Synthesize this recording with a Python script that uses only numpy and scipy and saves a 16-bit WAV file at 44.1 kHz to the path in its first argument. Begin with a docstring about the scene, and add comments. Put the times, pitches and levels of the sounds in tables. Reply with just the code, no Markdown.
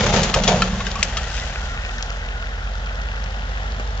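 """Logs scrape down the raised steel bed of a pickup, which booms and clangs as they tumble,
and knock onto a woodpile in a snowy yard. Friction and impacts excite the modes of steel and wood.
The eight-cylinder engine, a series of harmonics of its firing cycle, sags under load and picks up.
The truck pulls away with a thin whine, over snow that crunches as it breaks and squeaks as it slips."""
import sys
import numpy as np
from scipy import signal
from scipy.fft import rfft, irfft
from scipy.io import wavfile

SR = 44100
rng = np.random.default_rng(int(sys.argv[2]) if len(sys.argv) > 2 else 0)


def to_wav(s):
    """Save 16-bit WAV."""
    ch = np.atleast_2d(s).T  # columns
    pcm = np.round(np.clip(ch, -1, 1) * 32767)  # PCM
    wavfile.write(sys.argv[1], SR, pcm.astype(np.int16))


N = 176400
CUTOFF_HZ = 8500  # upper limit of the knocks and of the whole sound


def from_db(db):
    """Amplitude ratio of a level in decibels."""
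    return 10 ** (np.asarray(db) / 20)


def rms_one(x):
    """Normalisation to unit mean power."""
    return x / np.sqrt(np.mean(x ** 2) + 1e-20)


def seconds():
    """The time of each sample."""
    return np.arange(N) / SR


def in_time(rows):
    """Linear interpolation over time: one curve for each column after the first."""
    times, *columns = np.transpose(rows)
    return [np.interp(seconds(), times, column) for column in columns]


def per_bin(points):
    """Interpolation over log frequency, read at every spectral bin."""
    hz, value = np.transpose(points)
    return np.interp(np.log(np.arange(N // 2 + 1) * SR / N + 1), np.log(hz), value)


def drift(per_s):
    """Random modulation: straight lines between Gaussian values of spread 1."""
    knots = rng.standard_normal(1000)
    return np.interp(seconds() * per_s, np.arange(len(knots)), knots)


def ring(x, hz, t60):
    """A damped resonator: one mode, driven by x."""
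    radius, angle = from_db(-60 / (t60 * SR)), 2 * np.pi * hz / SR
    return signal.lfilter([0, np.sin(angle)], [1, -2 * radius * np.cos(angle), radius ** 2], x + 1e-18)


def filtered(x, order, hz, kind="band"):
    """A filter with a maximally flat passband."""
    return signal.sosfilt(signal.butter(order, hz, kind, fs=SR, output="sos"), x + 1e-18)


def add(out, start_s, x):
    """Superposition of x from the given time."""
    i = int(start_s * SR)
    out[i:i + len(x)] += x[:N - i]


def sized(x, db, window_s):
    """Equal energy: a hit is scaled to match a steady sound of that level lasting one window."""
    return x * from_db(db) * np.sqrt(window_s * SR / np.sum(x ** 2))


def burst(decay_s, rise, size):
    """Rough contact: a spray of tiny impacts that builds over the share `rise` of its decay time."""
    age = np.arange(size) / (decay_s * SR)
    return rng.standard_normal(size) * np.minimum(age / rise, 1) * np.exp(-age)


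def grains(per_s, spread_db):
    """Shot noise: two streams of random clicks of uneven size."""
    sizes = from_db(spread_db * np.minimum(rng.exponential(1, (2, N)), 5))
    return sizes * rng.choice([-1, 1], (2, N)) * (rng.random((2, N)) < per_s / SR)


# Likeness of left and right: frequency_hz, correlation
COHERENCE = [(200, .99), (700, 0.93), (1400, 0.47), (2800, 0.28), (7000, 0.083)]
def coloured(pair, spectrum):
    """Partial coherence: two independent streams mix into a spectrally shaped stereo pair of rms 1."""
    mid, side = rfft(pair) * from_db(per_bin(spectrum))
    alike = per_bin(COHERENCE)
    return rms_one(irfft(np.sqrt(1 + alike) * mid + np.sqrt(1 - alike) * side * [[1], [-1]], N))


# Bark sliding on steel: time_s, level_db
SCRAPE_LEVEL = [(0, -15.5), (.08, -19.5), (.125, -23), (.165, -13.5), (.2, -17.5), (.26, -22), (.32, -25.5),
                (.38, -21.5), (.42, -25.5), (.445, -23), (.465, -21), (.49, -16), (.55, -24.5), (.62, -23),
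                (.68, -29), (.9, -35.5), (1.2, -39.5), (1.5, -74)]
# Its spectrum: frequency_hz, density_db
SCRAPE_SPECTRUM = [(60, -1.5), (200, 15.5), (300, 9), (500, 9), (900, 4.5), (1300, 3), (2000, 0.5),
                   (3000, 0.5), (4600, -4), (5400, -6), (6800, -2), (7600, -10)]
def bark_scrape(patchy_db=2.5):
    """Stick-slip friction: bark catches and slips on the steel in a dense train of clicks."""
    slips = coloured(grains(per_s=9000, spread_db=4), SCRAPE_SPECTRUM)
    return slips * from_db(in_time(SCRAPE_LEVEL)[0] + patchy_db * drift(120))


# Booming modes of the bed's floor: pitch_hz, level_db, t60_s
FLOOR_MODES = [(74.4, -8, 0.059), (97, -11, 0.17), (116.6, -5.5, 0.85), (130.4, -14, 0.27), (153, -7, 0.77),
               (171.8, -6.5, 0.19), (173.4, -14.5, 0.33), (184.4, 0, 0.53), (205.7, -3.5, 1),
               (238, -23.5, 0.37), (252, -25, 0.16)]
# Clanging modes of its panels: pitch_hz, level_db, t60_s
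PANEL_MODES = [(367, -11.5, .5), (434.3, -11.5, 1), (491.4, 0, 0.31), (547.3, 0.5, 0.48), (578, -2.5, 0.2),
               (615, -0.5, 0.12), (680, 1, 0.098), (723, -2, 0.28), (817, 1.5, 0.2), (903.5, 0.5, 0.053),
               (900, -7, 0.11), (1136, -8, 0.27)]
def bed_rumble(re_scrape_db=-8, panels_db=-7):
    """Forced vibration: the sliding load keeps the floor and panels ringing between the blows."""
    drag = rng.standard_normal(N) * from_db(in_time(SCRAPE_LEVEL)[0])
    floor, panels = (rms_one(sum(from_db(db) * rms_one(ring(drag, hz, t60)) for hz, db, t60 in modes))
                     for modes in (FLOOR_MODES, PANEL_MODES))
    return np.std(drag) * from_db(re_scrape_db) * (floor + from_db(panels_db) * panels)


# Logs striking the bed: start_s, boom_db, clang_db, centre_hz, contact_s
BLOWS = [(0.004, -17, -22, 600, 0.045), (0.061, -19.5, -23, 680, 0.062), (0.132, -18, -19, 490, 0.024),
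         (0.17, -27.5, -27.5, 810, 0.027), (0.261, -28.5, -35.5, 500, 0.11), (.358, -19, -17, 635, 0.019),
         (0.407, -17.5, -42.5, 500, 0.0047), (.475, -34, -15.5, 795, 0.019), (0.511, -23, -18.5, 680, 0.02),
         (0.54, -21.5, -24.5, 480, 0.0097), (.592, -20, -26.5, 517, 0.031), (.685, -21, -41, 520, 0.053),
         (0.987, -29, -41, 623, 0.0053), (3.795, -62, -33, 616, 0.006)]
def bed_blows(window_s=0.028, vary_db=3, thud_re_clang_db=-22.5, focus_db_per_octave=18):
    """Impact excitation: each log thuds, booms the floor and clangs the panel modes near its centre."""
    out = np.zeros(N)
    for start_s, boom_db, clang_db, centre_hz, contact_s in BLOWS:
        contact = burst(contact_s, rise=0.23, size=40000)
        thud = filtered(contact, order=2, hz=(450, 570))
        add(out, start_s, sized(thud, clang_db + thud_re_clang_db, window_s))
        panels = [(hz, db - focus_db_per_octave * abs(np.log2(hz / centre_hz)), t60)
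                  for hz, db, t60 in PANEL_MODES]
        for modes, level_db in ((FLOOR_MODES, boom_db), (panels, clang_db)):
            body = sum(from_db(db + vary_db * rng.normal()) * rms_one(ring(contact, hz, t60))
                       for hz, db, t60 in modes)
            add(out, start_s, sized(body, level_db, window_s))
    return out


# Engine speed: time_s, firing_rate_hz
FIRING_RATE = [(0, 42.5), (.9, 42), (1.04, 37.8), (1.27, 34), (1.5, 36), (1.7, 37.8), (1.77, 39.6),
               (1.95, 43.1), (2.1, 43.5), (2.47, 43.5), (2.86, 47), (3.1, 48.4), (3.3, 47.4), (3.5, 47.2),
               (3.7, 48.3), (4, 50)]
# Gain common to all exhaust harmonics: time_s, gain_db
EXHAUST_GAIN = [(0, -30), (.9, -31), (1.3, -36), (1.8, -30.5), (2.1, -30), (2.5, -30.5), (2.7, -28.5),
                (3.1, -28.5), (3.5, -28), (4, -28.5)]
# Exhaust harmonics: multiple of the eight-firing cycle
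ORDERS = [7, 8, 9, 10, 11, 12, 13, 14, 15, 16, 17, 19, 20, 24, 27, 32]
# Each harmonic at low speed: level_db
SLOW_ORDER_DB = [-6, -2.5, -5, -14, 4.5, -4, 0.5, -14.5, -5, -3, -23.5, -7.5, -15, -15, -9.5, -11]
# Each harmonic at high speed: level_db
FAST_ORDER_DB = [-14, 2.5, -10, -21, -7, -18, -18, -20, -21, -13, -19, -26, -29, -19, -29, -28]
# Whirr of fan and valve gear: time_s, level_db
WHIRR_ENVELOPE = [(0, -30.5), (1, -30), (1.6, -31.5), (2.3, -33.5), (3, -33), (3.6, -32), (4, -32)]
# Its spectrum: frequency_hz, density_db
WHIRR_SPECTRUM = [(25, -2.5), (60, 13), (120, 3.5), (230, 3), (380, -3.5), (500, 1), (650, 1.5), (860, 2.5),
                  (1100, -2.5), (1500, 0), (1950, -1.5), (2300, -9.5), (3200, -7), (4800, -15),
                  (7000, -18.5)]
def engine(slow_hz=35, fast_hz=44.2, waver_db=0.3, spread_rad=0.9, throb=0.18):
    """Periodic excitation: firings pulse exhaust and whirr; uneven timing adds burbling harmonics."""
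    rate, gain_db = in_time(FIRING_RATE)[0], in_time(EXHAUST_GAIN)[0]
    firing_phase = 2 * np.pi * np.cumsum(rate) / SR
    fast_share = np.clip((rate - slow_hz) / (fast_hz - slow_hz), 0, 1)
    exhaust = np.zeros(N)
    for order, slow_db, fast_db in zip(ORDERS, SLOW_ORDER_DB, FAST_ORDER_DB):
        # Staggered phases keep the burbling harmonics from thumping together.
        offset = np.pi / 4 + spread_rad * (order - 8) ** 2 if order % 8 else 0
        db = gain_db + slow_db + fast_share * (fast_db - slow_db) + waver_db * drift(4.2)
        exhaust += from_db(db) * np.cos(order * firing_phase / 8 + offset)
    whirr = coloured(rng.standard_normal((2, N)), WHIRR_SPECTRUM) * from_db(in_time(WHIRR_ENVELOPE)[0])
    return np.sqrt(2) * exhaust + whirr * (1 + throb * np.cos(firing_phase))


CHIP_BAND_HZ = (2900, 6500)
def crust_ticks(level_db=-54):
    """Brittle fracture: snow crust and bark chips break at random times in faint ticks."""
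    breaks = grains(per_s=41, spread_db=4)[0]
    return from_db(level_db) * rms_one(filtered(breaks, order=3, hz=CHIP_BAND_HZ))


KNOCK_WINDOW_S, KNOCK_RISE = 0.023, 0.069
# Modes of a hollow-sounding and a hard-clacking log: pitch_ratio, level_db, t60_s
LOG_MODES = {"hollow": [(1, 6.5, 0.04), (1.265, -3.5, 0.04), (1.92, -2, 0.027), (2.36, -3.5, 0.021),
             (3, -9, 0.035), (3.39, -7.5, 0.03), (4.15, -18, 0.025)], "hard": [(1, 3.5, 0.045),
             (1.43, -9.5, 0.037), (1.7, -7, 0.036), (2.27, 0.5, 0.022), (2.56, 8.5, 0.028),
             (3.05, 4, 0.015), (3.4, 4.5, 0.022), (3.85, 4.5, 0.014), (4.55, 4.5, 0.014),
             (5.2, 10.5, 0.011), (6.1, 11.5, 0.026)]}
# Log striking log: start_s, level_db, kind, lowest_mode_hz, tilt_db_per_octave, crush_s
LOG_KNOCKS = [(.231, -20, "hard", 1435, 15, 0.0084), (0.3401, -17.5, "hard", 1261, -4.5, 0.003),
              (0.436, -23, "hard", 1350, 3, 0.0078), (0.476, -16, "hard", 1326, -1.5, 0.011),
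              (0.6201, -16, "hollow", 1346, -0.5, 0.003), (0.673, -32, "hollow", 1380, -0.5, 0.0045),
              (.804, -29, "hollow", 1114, 1, 0.0041), (.867, -27, "hollow", 1580, -1, 0.0015),
              (0.955, -28, "hard", 1140, -14.5, 0.0036), (0.989, -33.5, "hollow", 1163, -11, 0.0049),
              (1.0279, -15, "hard", 1205, 1, 0.0024), (1.169, -23.5, "hard", 1280, -6, 0.0084),
              (3.797, -33, "hard", 451, -2.5, 0.0063)]
def log_knocks(crack_db=-5):
    """Damped free vibration: each knock crushes bark and rings the short-lived modes of the log."""
    out = np.zeros(N)
    for start_s, level_db, kind, lowest_hz, tilt_db, crush_s in LOG_KNOCKS:
        contact = burst(crush_s, KNOCK_RISE, size=6000)
        wood = sum(from_db(db + tilt_db * np.log2(ratio)) * rms_one(ring(contact, lowest_hz * ratio, t60))
                   for ratio, db, t60 in LOG_MODES[kind])
        band_hz = (0.95 * lowest_hz, CUTOFF_HZ)  # a log radiates little below its lowest mode
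        tone = rms_one(filtered(wood, order=3, hz=band_hz))
        crack = from_db(crack_db) * rms_one(filtered(contact, order=3, hz=band_hz))
        add(out, start_s, sized(tone + crack, level_db, KNOCK_WINDOW_S))
    return out


# Bark and snow crust snapping: start_s, level_db
CHIP_SNAPS = [(0.348, -26.5), (0.915, -33.5), (1.398, -37), (1.9826, -40), (2.0255, -31.5), (2.103, -41.5),
              (2.86, -47.5), (2.955, -45.5), (3.016, -45), (3.24, -42.5), (3.7204, -43.5), (3.9757, -45)]
def chip_snaps(decay_s=0.0016):
    """Fracture transients: a breaking chip is all treble and does not ring."""
    out = np.zeros(N)
    for start_s, level_db in CHIP_SNAPS:
        snap = filtered(burst(decay_s, KNOCK_RISE, size=1500), order=3, hz=CHIP_BAND_HZ)
        add(out, start_s, sized(snap, level_db, KNOCK_WINDOW_S))
    return out


# Tyres crushing snow: time_s, level_db
CRUNCH_ENVELOPE = [(0, -49.5), (.7, -37.5), (1.1, -33), (1.4, -30), (1.7, -38.5), (2.1, -40.5),
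                   (2.6, -52.5), (3.3, -51), (4, -53)]
# Spectrum of the crunch: frequency_hz, density_db
CRUNCH_SPECTRUM = [(300, -17.5), (900, -15.5), (1500, -13), (2800, 5.5), (4500, -0.5), (7000, 0.5)]
def snow_crunch(patchy_db=2):
    """Granular fracture: snow grains break in clumps under the tread."""
    breaks = coloured(grains(per_s=2900, spread_db=4), CRUNCH_SPECTRUM)
    return breaks * from_db(in_time(CRUNCH_ENVELOPE)[0] + patchy_db * drift(45.12))


# Packed snow squeaking under the tread: time_s, level_db
SQUEAK_ENVELOPE = [(0, -77), (.9, -44), (1.25, -38), (1.6, -36.5), (2.05, -36.5), (2.5, -37), (2.75, -42.5),
                   (3, -34), (3.3, -42.5), (3.7, -37), (4, -60)]
# Its resonances: pitch_hz, level_db, t60_s
SQUEAK_MODES = [(1407, -1, 0.038), (1578, -1, 0.016), (1810, -5, 0.015), (1920, -2.5, 0.04),
                (2586, 1, 0.0056)]
def snow_squeak(bend_share=0.025, bends_per_s=7):
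    """Stick-slip excitation: packed snow catches and slips, ringing resonances that waver in pitch."""
    squeak = sum(from_db(db) * rms_one(ring(grains(per_s=990, spread_db=6.5)[0], hz, t60))
                 for hz, db, t60 in SQUEAK_MODES)
    read_position = np.cumsum(1 + bend_share * drift(bends_per_s)) % N
    bent = np.interp(read_position, np.arange(N), squeak)
    return rms_one(bent) * from_db(in_time(SQUEAK_ENVELOPE)[0])


def wavering(hz, pitch_share=0.035, flutter_db=4.5, per_s=80):
    """Random frequency and amplitude modulation of a tone, at rms 1."""
    phase = 2 * np.pi * np.cumsum(hz * (1 + pitch_share * drift(per_s))) / SR
    return rms_one(np.sin(phase) * from_db(flutter_db * drift(per_s)))


# Whine as the truck moves off: time_s, pitch_hz, level_db
WHINE_CONTOUR = [(1.15, 1650, -60), (1.3, 1610, -45), (1.55, 1470, -42), (1.7, 1440, -41),
                 (1.82, 1440, -47), (1.96, 1540, -41), (2.12, 1370, -42), (2.22, 1500, -46),
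                 (2.38, 1420, -40.5), (2.55, 1410, -45), (2.75, 1350, -44), (2.95, 1500, -41),
                 (3.2, 1480, -50), (3.47, 1420, -47), (3.7, 1450, -60)]
def whine():
    """A modulated tone: one thin, sustained line wanders in pitch and strength."""
    hz, db = in_time(WHINE_CONTOUR)
    return from_db(db) * wavering(hz)


# Chirps of the tread on snow: peak_s, level_db, pitch_hz, half_length_s
TREAD_CHIRPS = [(1.425, -35.5, 2010, .024), (1.845, -40, 1980, .022)]
def tread_chirps():
    """Tone pulses: each chirp of the tread is a wavering tone under a Gaussian envelope."""
    return sum(from_db(db) * np.exp(-((seconds() - peak_s) / half_s) ** 2) * wavering(hz)
               for peak_s, db, hz, half_s in TREAD_CHIRPS)


def yard(x, scatter_db=-12, t60_s=0.16):
    """Diffuse reflection: pile, truck and shed add a faint tail, different in each ear."""
    tails = rng.standard_normal((2, SR // 2)) * from_db(-60 * seconds()[:SR // 2] / t60_s)
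    tails /= np.sqrt(np.sum(tails ** 2, axis=1, keepdims=True))
    return x + from_db(scatter_db) * signal.fftconvolve(x[None], tails, axes=1)[:, :N]


# Lag of the right side behind the left: time_s, delay_ms
RIGHT_DELAY = [(0, 0.028), (1.3, 0.059), (1.8, 0.17), (2.2, 0.19), (4, 0.24)]
# Level difference between the sides: frequency_hz, left_over_right_db
BALANCE = [(60, -.8), (700, -1), (1150, -2), (1450, 1.34), (2000, 1.85), (2800, 5), (3600, 8), (4300, 5.47),
           (5200, 9.3), (6400, 4.56), (8000, 4.55)]
def scene():
    """Interaural time and level differences: all sources reach the left slightly earlier and brighter."""
    truck = engine() + snow_crunch() + snow_squeak() + whine() + tread_chirps()
    unloading = bark_scrape() + bed_rumble() + bed_blows()
    left, right = truck + unloading + yard(log_knocks() + chip_snaps() + crust_ticks())
    right = np.interp(seconds() - in_time(RIGHT_DELAY)[0] / 1000, seconds(), right)
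    side_gains = from_db(per_bin(BALANCE) * [[0.5], [-0.5]])
    return irfft(rfft(np.array([left, right])) * side_gains, N)


# Dips in the microphone's response: centre_hz, quality_factor, depth_share
MICROPHONE_DIPS = [(301.7, 2.27, 0.79), (966, 21, 0.9)]
def record(dry, ceiling=0.85):
    """Band limiting and saturation: the microphone has two dips, trims both ends and rounds peaks."""
    for hz, q, depth in MICROPHONE_DIPS:
        notched = signal.lfilter(*signal.iirnotch(hz, q, fs=SR), dry)
        dry = dry + depth * (notched - dry)
    dry = filtered(dry, order=4, hz=32, kind="high")
    dry = filtered(dry, order=14, hz=7150, kind="low")
    rounded = dry / (1 + (dry / ceiling) ** 6) ** (1 / 6)
    return signal.sosfiltfilt(signal.cheby1(8, 0.1, CUTOFF_HZ, fs=SR, output="sos"), rounded)


dry = scene()
out = record(dry)
to_wav(out)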